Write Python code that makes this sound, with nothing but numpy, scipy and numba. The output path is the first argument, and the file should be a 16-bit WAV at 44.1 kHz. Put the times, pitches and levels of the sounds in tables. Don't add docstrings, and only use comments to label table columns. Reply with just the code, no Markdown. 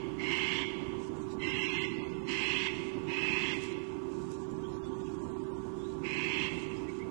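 import sys
import numpy as np
from scipy import signal
from scipy.fft import rfft, irfft, dct, next_fast_len
from scipy.io import wavfile
from scipy.ndimage import uniform_filter1d
from numba import njit

SR = 44100
rng = np.random.default_rng(int(sys.argv[2]) if len(sys.argv) > 2 else 0)


def wrap_up_sound(samples):
    columns = np.atleast_2d(samples).T
    tamed = np.clip(columns, -1, 1)
    steps = np.round(tamed * 32767).astype(np.int16)
    wavfile.write(sys.argv[1], SR, steps)


def ratio_of_db(decibels):
    return 10 ** (np.asarray(decibels, float) / 20)


N = 313110

# (start [s], length [s], full effort [dB], swell [s], start below full [dB])
CALLS = [
    (0.18, 0.44, -39, 0.13, 10),
    (1.395, 0.45, -40, 0.059, 6),
    (2.269, 0.4, -38, 0.27, 1.5),
    (3.066, .46, -37.5, 0.19, 3.5),
    (6.029, 0.44, -38, 0.24, 5),
]


def rms_one(x):
    return x / np.sqrt(np.mean(x ** 2) + 1e-20)


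def drift(rate):
    knots = rng.standard_normal(int(N / SR * 400))
    slow = signal.lfilter([1], [1, -np.exp(-rate / 64)], knots)
    place = np.linspace(40, len(slow) - 1, N)
    return np.interp(place, np.arange(len(slow)), rms_one(slow))


def coloured(x, spectrum):
    size = next_fast_len(len(x))
    hz, db = np.transpose(spectrum)
    bin_hz = np.arange(size // 2 + 1) * SR / size
    gain = ratio_of_db(np.interp(np.log(bin_hz + 1), np.log(hz), db))
    return rms_one(irfft(rfft(x, size) * gain, size)[:len(x)])


def gate(start, length, rise, fall):
    t = np.arange(N) / SR - start
    return np.clip(np.minimum(t / rise, (length - t) / fall + 1), 0, 1)


def traffic():
    # (frequency [Hz], density [dB per Hz])
    traffic_spectrum = [(22, -25), (50, -11.5), (130, -7.5), (155, -3), (220, -6.5), (295, 0), (345, -1.5),
                        (400, -12), (480, -17.5), (570, -22.5), (780, -22.5), (930, -13.5), (1080, -20.5),
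                        (1400, -32)] + [(2500, -59.0)]
    return ratio_of_db(-43.5 + 1.2 * drift(1.6)) * coloured(rng.standard_normal(N), traffic_spectrum)


def far_leaves():
    # (frequency [Hz], density [dB per Hz])
    leaf_spectrum = [(500, -50)] + [(900, -19.5), (1400, 10), (2000, -3.5), (3200, -2), (4200, -11),
                                    (7000, -9.5), (9000, -19.5), (11700, -34)]
    return ratio_of_db(-66) * coloured(rng.standard_normal(N), leaf_spectrum)


def hum():
    # (frequency [Hz], level [dB], wavering [dB])
    machine_tones = [
        (349.3, -52, 2.5),
        (381.9, -45, .6),
        (1145.8, -62, .6),
    ]
    out = np.zeros(N)
    for hz, db, waver_db in machine_tones:
        level = np.sqrt(2) * ratio_of_db(db + waver_db * drift(4.6))
        cycles = np.cumsum(hz + .6 * waver_db * drift(5)) / SR
        out += level * np.sin(2 * np.pi * cycles)
    return out


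def forest(x):
    # (frequency [Hz], time to fall by 60 dB [s])
    decay_times = [(800, 1.2), (2000, 1.36), (3000, 1.24), (5000, 1.4), (9000, 1)]
    hz, t60 = np.transpose(decay_times)
    t = np.arange(round(1.5 * SR)) / SR
    edges = 500 * 2 ** np.arange(0, 4.6, .5)
    echo = np.zeros(len(t))
    for low, high in zip(edges, edges[1:]):
        sos = signal.butter(2, [low, high], "band", fs=SR, output="sos")
        band = signal.sosfilt(sos, rng.standard_normal(len(t)))
        echo += band * ratio_of_db(-60 * t / np.interp(np.sqrt(low * high), hz, t60))
    echo *= (1 - np.exp(-t / 0.01)) / np.sqrt(np.sum(echo ** 2))
    start, stop = round(CALLS[0][0] * SR), round(sum(CALLS[0][:2]) * SR)
    earlier = np.r_[rms_one(x[start:stop]) * ratio_of_db(-39.5), np.zeros(SR // 5)]
    wash = signal.fftconvolve(np.r_[earlier, x], echo)
    return ratio_of_db(-9.5) * wash[len(earlier):len(earlier) + N]


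@njit
def resonate(x, hz, width_hz, sr):
    r = np.exp(-np.pi * width_hz / sr)
    turn = np.cos(2 * np.pi * hz / sr)
    y = np.zeros_like(x)
    for i in range(2, len(x)):
        drive = (1 - r[i] ** 2) / 2 * (x[i] - x[i - 2])
        y[i] = drive + 2 * r[i] * turn[i] * y[i - 1] - r[i] ** 2 * y[i - 2]
    return y


def throat(voice, hz, width_hz):
    once = resonate(voice, hz, width_hz, SR)
    tone = resonate(once, hz, 3 * width_hz, SR)
    return tone / np.sqrt(uniform_filter1d(tone ** 2, size=2500) + 1e-12)


def peaks(x, modes):
    out = np.zeros(len(x))
    for k, (hz, width_hz, db) in enumerate(modes):
        out += (-1) ** k * ratio_of_db(db) * signal.lfilter(*signal.iirpeak(hz, hz / width_hz, SR), x)
    return out


def syrinx(per_s, weak_db, jitter, noise):
    cycles = np.cumsum(per_s * (1 + .04 * drift(25) + jitter * drift(300))) / SR
    whole = cycles.astype(int)
    weaker_db = weak_db * np.clip(1 + 0.61 * drift(26), 0, 3) * (whole % 2)
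    size = ratio_of_db(rng.normal(0, 1.5, N)[whole] - weaker_db)
    pulses = (np.diff(whole, prepend=0) > 0) * size
    puffs = rng.standard_normal(N) * np.exp(-1.2 * (cycles % 1)) * size
    share = np.clip(noise, 0, 1)
    voice = np.sqrt(1 - share) * rms_one(pulses) + np.sqrt(share) * rms_one(puffs)
    return voice / np.sqrt(uniform_filter1d(voice ** 2, size=800))


def side_pockets(x, way):
    # (frequency [Hz], width [Hz], climb through the call [Hz])
    pockets = [
        (3680, 350, 350),
        (4850, 400, 550),
    ]
    for hz, width_hz, rise_hz in pockets:
        centre_hz = hz + rise_hz * way + 90 * drift(8)
        x = x - .6 * resonate(x, centre_hz, np.full(N, float(width_hz)), SR)
    return x


def screech():
    # (pulses [per s], weak to strong [dB], jitter [share], noise [0-1])
    call_voices = [(465, 4, .08, .6), (500, 3, .12, .7), (470, 3, .09, .6), (455, 4, .09, .6),
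                   (470, 3, .12, .7)]
    # (lower [Hz], upper [Hz], lower width [Hz], upper width [Hz], upper climb [Hz])
    call_throats = [(2147, 2700, 110, 330, -2), (2097, 2650, 140, 220, -62), (2084, 2610, 150, 220, 40),
                    (2077, 2580, 250, 125, 90), (2150, 2600, 260, 200, 41)]
    # (lower [dB], beak [dB], rasp [dB], chest [dB])
    call_colours = [(4, 0, -12, -6.5), (1, -2.5, -13, -11), (-0.5, 0, -11, -9.5), (-3.5, -6, -15.5, -11),
                    (-2, -6, -15, -11)]
    # (upper bulge at mid-call [dB], beak opening start to end [dB],
    # rasp change [dB], lower change [dB], closing gape [dB])
    call_moves = [(7, 4.5, -1.5, -6, 1.5), (9, 2, 2.5, -1, 0), (11, 5, -4, -0.5, -2),
                  (8.5, 0, 3.5, 3.5, 5.5), (2.5, 10.5, 0.5, -1, -0.5)]
    # (frequency [Hz], width [Hz], level [dB])
    chest_modes = [(960, 220, -9), (1300, 200, -17), (1570, 200, -12), (1830, 250, -15)]
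    # (frequency [Hz], width [Hz], level [dB])
    rasp_modes = [(4110, 160, 4.5), (4630, 260, -8.5), (4490, 220, -6.5), (5200, 600, -2.5),
                  (6010, 940, -8.5), (7390, 860, -11.5), (8800, 1600, -23)]

    t = np.arange(N) / SR
    call = np.clip(np.searchsorted([row[0] for row in CALLS], t) - 1, 0, None)
    start, length, full_db, swell, below_db = np.array(CALLS, float)[call].T
    lower_hz, upper_hz, lower_width_hz, upper_width_hz, climb_hz = np.array(call_throats, float)[call].T.copy()
    lower_db, beak_db, rasp_db, chest_db = np.array(call_colours, float)[call].T
    bulge_db, opening_db, rasp_change_db, lower_change_db, gape_db = np.array(call_moves, float)[call].T

    way = np.clip((t - start) / length, 0, 1) - .5
    effort_db = full_db - below_db * np.clip(1 - (t - start) / swell, 0, 1) + .6 * drift(40)
    onset_s, release_s, linger_s = .025, .026, .05
    breath = sum(gate(s, held, onset_s, release_s) for s, held, *_ in CALLS)
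    last_breath = sum(gate(s, held, onset_s, release_s + linger_s) for s, held, *_ in CALLS)
    gape_db = gape_db * np.clip((t - start - length) / .08 + 1.8, 0, 1)
    voice = np.tanh(syrinx(*np.array(call_voices, float)[call].T) / 4.0)

    wobble_hz, wobble_db = 25, 1.2
    upper_now_hz = upper_hz + climb_hz * way + wobble_hz * drift(23)
    upper = throat(voice, upper_now_hz, upper_width_hz * ratio_of_db(gape_db))
    upper *= ratio_of_db(bulge_db * (.5 - 4 * way ** 2) - .5 * gape_db)
    lower = throat(voice, lower_hz + .5 * wobble_hz * drift(29), lower_width_hz)
    lower *= ratio_of_db(lower_db + lower_change_db * way + wobble_db * drift(45))
    beak = throat(voice, 3136 + 195 * way, np.full(N, 750.0))
    beak *= ratio_of_db(beak_db + opening_db * way + gape_db + wobble_db * drift(40))

    low = signal.butter(3, [750, 2000], "band", fs=SR, output="sos")
    high = signal.butter(4, 3850, "high", fs=SR, output="sos")
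    neck_band = signal.butter(4, [1870, 3501], "band", fs=SR, output="sos")
    chest = ratio_of_db(chest_db) * rms_one(signal.sosfilt(low, peaks(voice, chest_modes)))
    rasp = rms_one(signal.sosfilt(high, peaks(voice, rasp_modes)))
    rasp *= ratio_of_db(rasp_db + rasp_change_db * way + wobble_db * drift(52))

    squeeze = 3.4
    joined = breath * (upper - beak) - last_breath * lower
    neck = signal.sosfilt(neck_band, squeeze * np.tanh(joined / squeeze))
    out = side_pockets(neck + breath * (chest + rasp), way)
    return ratio_of_db(effort_db - 3.0) * out


def rustle():
    # (start [s], length [s], level [dB])
    brush_strokes = [(0.987, 0.094, -70), (1.151, 0.17, -73.5), (1.302, 0.033, -68), (2.11, .065, -85),
                     (2.737, .17, -72.5), (3.53, 0.057, -67), (3.601, 0.062, -61), (3.663, 0.063, -68.5),
                     (3.803, 0.13, -83), (4.095, 0.2, -72), (4.301, 0.055, -67), (4.364, .09, -73),
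                     (4.537, 0.12, -77), (4.675, 0.097, -72), (4.837, 0.052, -72), (4.916, 0.11, -74.5),
                     (5.035, 0.12, -73), (5.185, 0.13, -72.5), (5.33, .38, -80), (5.756, 0.19, -77),
                     (6.488, .16, -69), (6.652, 0.11, -76), (6.75, 0.094, -75), (6.878, 0.12, -73)]
    # (frequency [Hz], density [dB per Hz])
    scratch_spectrum = [(1470, -16), (2500, 6.5), (3440, -12.5), (3740, 4.5), (4560, 0), (7030, 4),
                        (8300, 1.5), (9260, -8), (11500, -19), (15000, -51), (22000, -120)]
    struck = rng.random(N) < 5000 / SR
    size = ratio_of_db(2.7 * np.minimum(rng.exponential(1, N), 4))
    grains = struck * size * rng.choice([-1, 1], N)
    edge_s = .012
    level = ratio_of_db(-86.5) + sum(ratio_of_db(db) * gate(s, length, edge_s, edge_s) for s, length, db in brush_strokes)
    return ratio_of_db(2.0 + 1.2 * drift(40)) * level * coloured(grains, scratch_spectrum)


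def twigs():
    # (time [s], peak level [dB])
    twig_snaps = [
        (3.6377, -44),
        (4.097, -62),
        (4.317, -45),
        (4.512, -48.5),
    ]
    out = np.zeros(N)
    t = np.arange(900) / SR
    for s, db in twig_snaps:
        out[round(s * SR):][:900] = ratio_of_db(db + 2.5 - 60 * t / 0.01) * rng.standard_normal(900)
    return signal.sosfilt(signal.butter(2, [4500, 9500], "band", fs=SR, output="sos"), out)


def far_birds():
    # (start [s], length [s], start pitch [Hz], end pitch [Hz], level [dB])
    whistles = [(4.635, 0.041, 3100, 3360, -63), (4.817, 0.055, 3316, 3550, -64),
                (4.905, 0.046, 3110, 3320, -71), (5.0, 0.084, 3570, 3140, -68.5),
                (5.046, 0.075, 2980, 2254, -69), (5.786, 0.068, 3668, 3218, -65.5),
                (5.828, 0.04, 3200, 4000, -63.5), (5.857, 0.072, 3900, 4040, -65),
                (6.74, 0.066, 3950, 5880, -69.5), (6.866, 0.038, 1792, 2355, -52),
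                (6.992, 0.066, 1970, 2390, -57.5)]
    out = np.zeros(N)
    for s, length, start_hz, end_hz, db in whistles:
        u = np.linspace(0, 1, round(length * SR))
        glide_hz = start_hz + (end_hz - start_hz) * u
        tone = np.sin(2 * np.pi * np.cumsum(glide_hz) / SR)
        out[round(s * SR):][:len(u)] += ratio_of_db(db + 2.5) * np.sin(np.pi * u) * tone
    return out * (.8 + .3 * drift(120) + .8 * drift(500))


def scene():
    calls = screech() + far_birds()
    background = traffic() + far_leaves() + hum()
    heard = calls + forest(calls) + rustle() + twigs() + background
    return np.array([0 * heard, heard])


def input_hiss():
    # (frequency [Hz], density [dB per Hz])
    hiss_spectrum = [(25, 24.5), (150, -19), (600, -4.5), (8000, 4.5), (11500, 4)]
    return ratio_of_db(-77) * coloured(rng.standard_normal(N), hiss_spectrum)


def fold(blocks, rise, fall, sign):
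    before, after = blocks[:-1, 1, ::-1], blocks[1:, 0]
    new_before = rise * before - sign * fall * after
    new_after = rise * after + sign * fall * before
    blocks[:-1, 1, ::-1], blocks[1:, 0] = new_before, new_after


def round_bands(x, size=1024, count=42):
    # (from [s], to [s], rise of the step [dB])
    coarse_spells = [
        (1.15, 2.27, 4.5),
        (4.35, 5.62, 4.5),
    ]
    # (frequency [Hz], level [dB])
    step_tilt = [(300, -16), (700, -10), (1500, -3), (2500, -4.5), (3300, -3), (4500, 1.5), (7000, -.5),
                 (9300, 2.5), (11000, -4)]
    top_hz, offset = 11750, 756
    half, frames = size // 2, len(x) // size + 3
    lead = half + size - offset
    window = np.sin(np.pi * (np.arange(size) + .5) / (2 * size))
    rise, fall = window[half:], window[:half][::-1]
    blocks = np.pad(x, (lead, frames * size - len(x) - lead)).reshape(frames, 2, half)
    fold(blocks, rise, fall, 1)
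    lines = dct(blocks.reshape(frames, size), type=4, norm="ortho")

    hz = (np.arange(size) + .5) * SR / 2 / size
    band = (count * np.log1p(hz / 900) / np.log1p(top_hz / 900)).astype(int)
    bands = np.arange(band[-1] + 1)
    power = np.array([np.mean(lines[:, band == b] ** 2, axis=1) for b in bands]).T
    level_db = 10 * np.log10(power + 1e-20)
    apart = abs(np.subtract.outer(bands, bands))
    mask_db = np.max(level_db[:, :, None] - 5 * apart, axis=1)
    now = (np.arange(frames)[:, None] - 1) * size / SR
    mask_db += 6 + sum(db * (now > first) * (now < last) for first, last, db in coarse_spells)
    mask_db += 3.5 * rms_one(uniform_filter1d(rng.standard_normal(mask_db.shape), size=3, axis=0))
    step = ratio_of_db(mask_db[:, band] + np.interp(hz, *np.transpose(step_tilt)))
    lines = np.round(lines / step) * step * (hz < top_hz)

    blocks = dct(lines, type=4, norm="ortho").reshape(frames, 2, half)
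    fold(blocks, rise, fall, -1)
    return blocks.ravel()[lead:lead + len(x)]


def band_limit(x):
    return signal.sosfilt(signal.butter(12, 11910, fs=SR, output="sos"), x)


def record(dry):
    right = ratio_of_db(6.5) * dry[1]
    leak = ratio_of_db(-47) * np.diff(right, prepend=0)
    left = leak + input_hiss()
    return band_limit(np.array([round_bands(left), round_bands(right)]))


dry = scene()
out = record(dry)
wrap_up_sound(out)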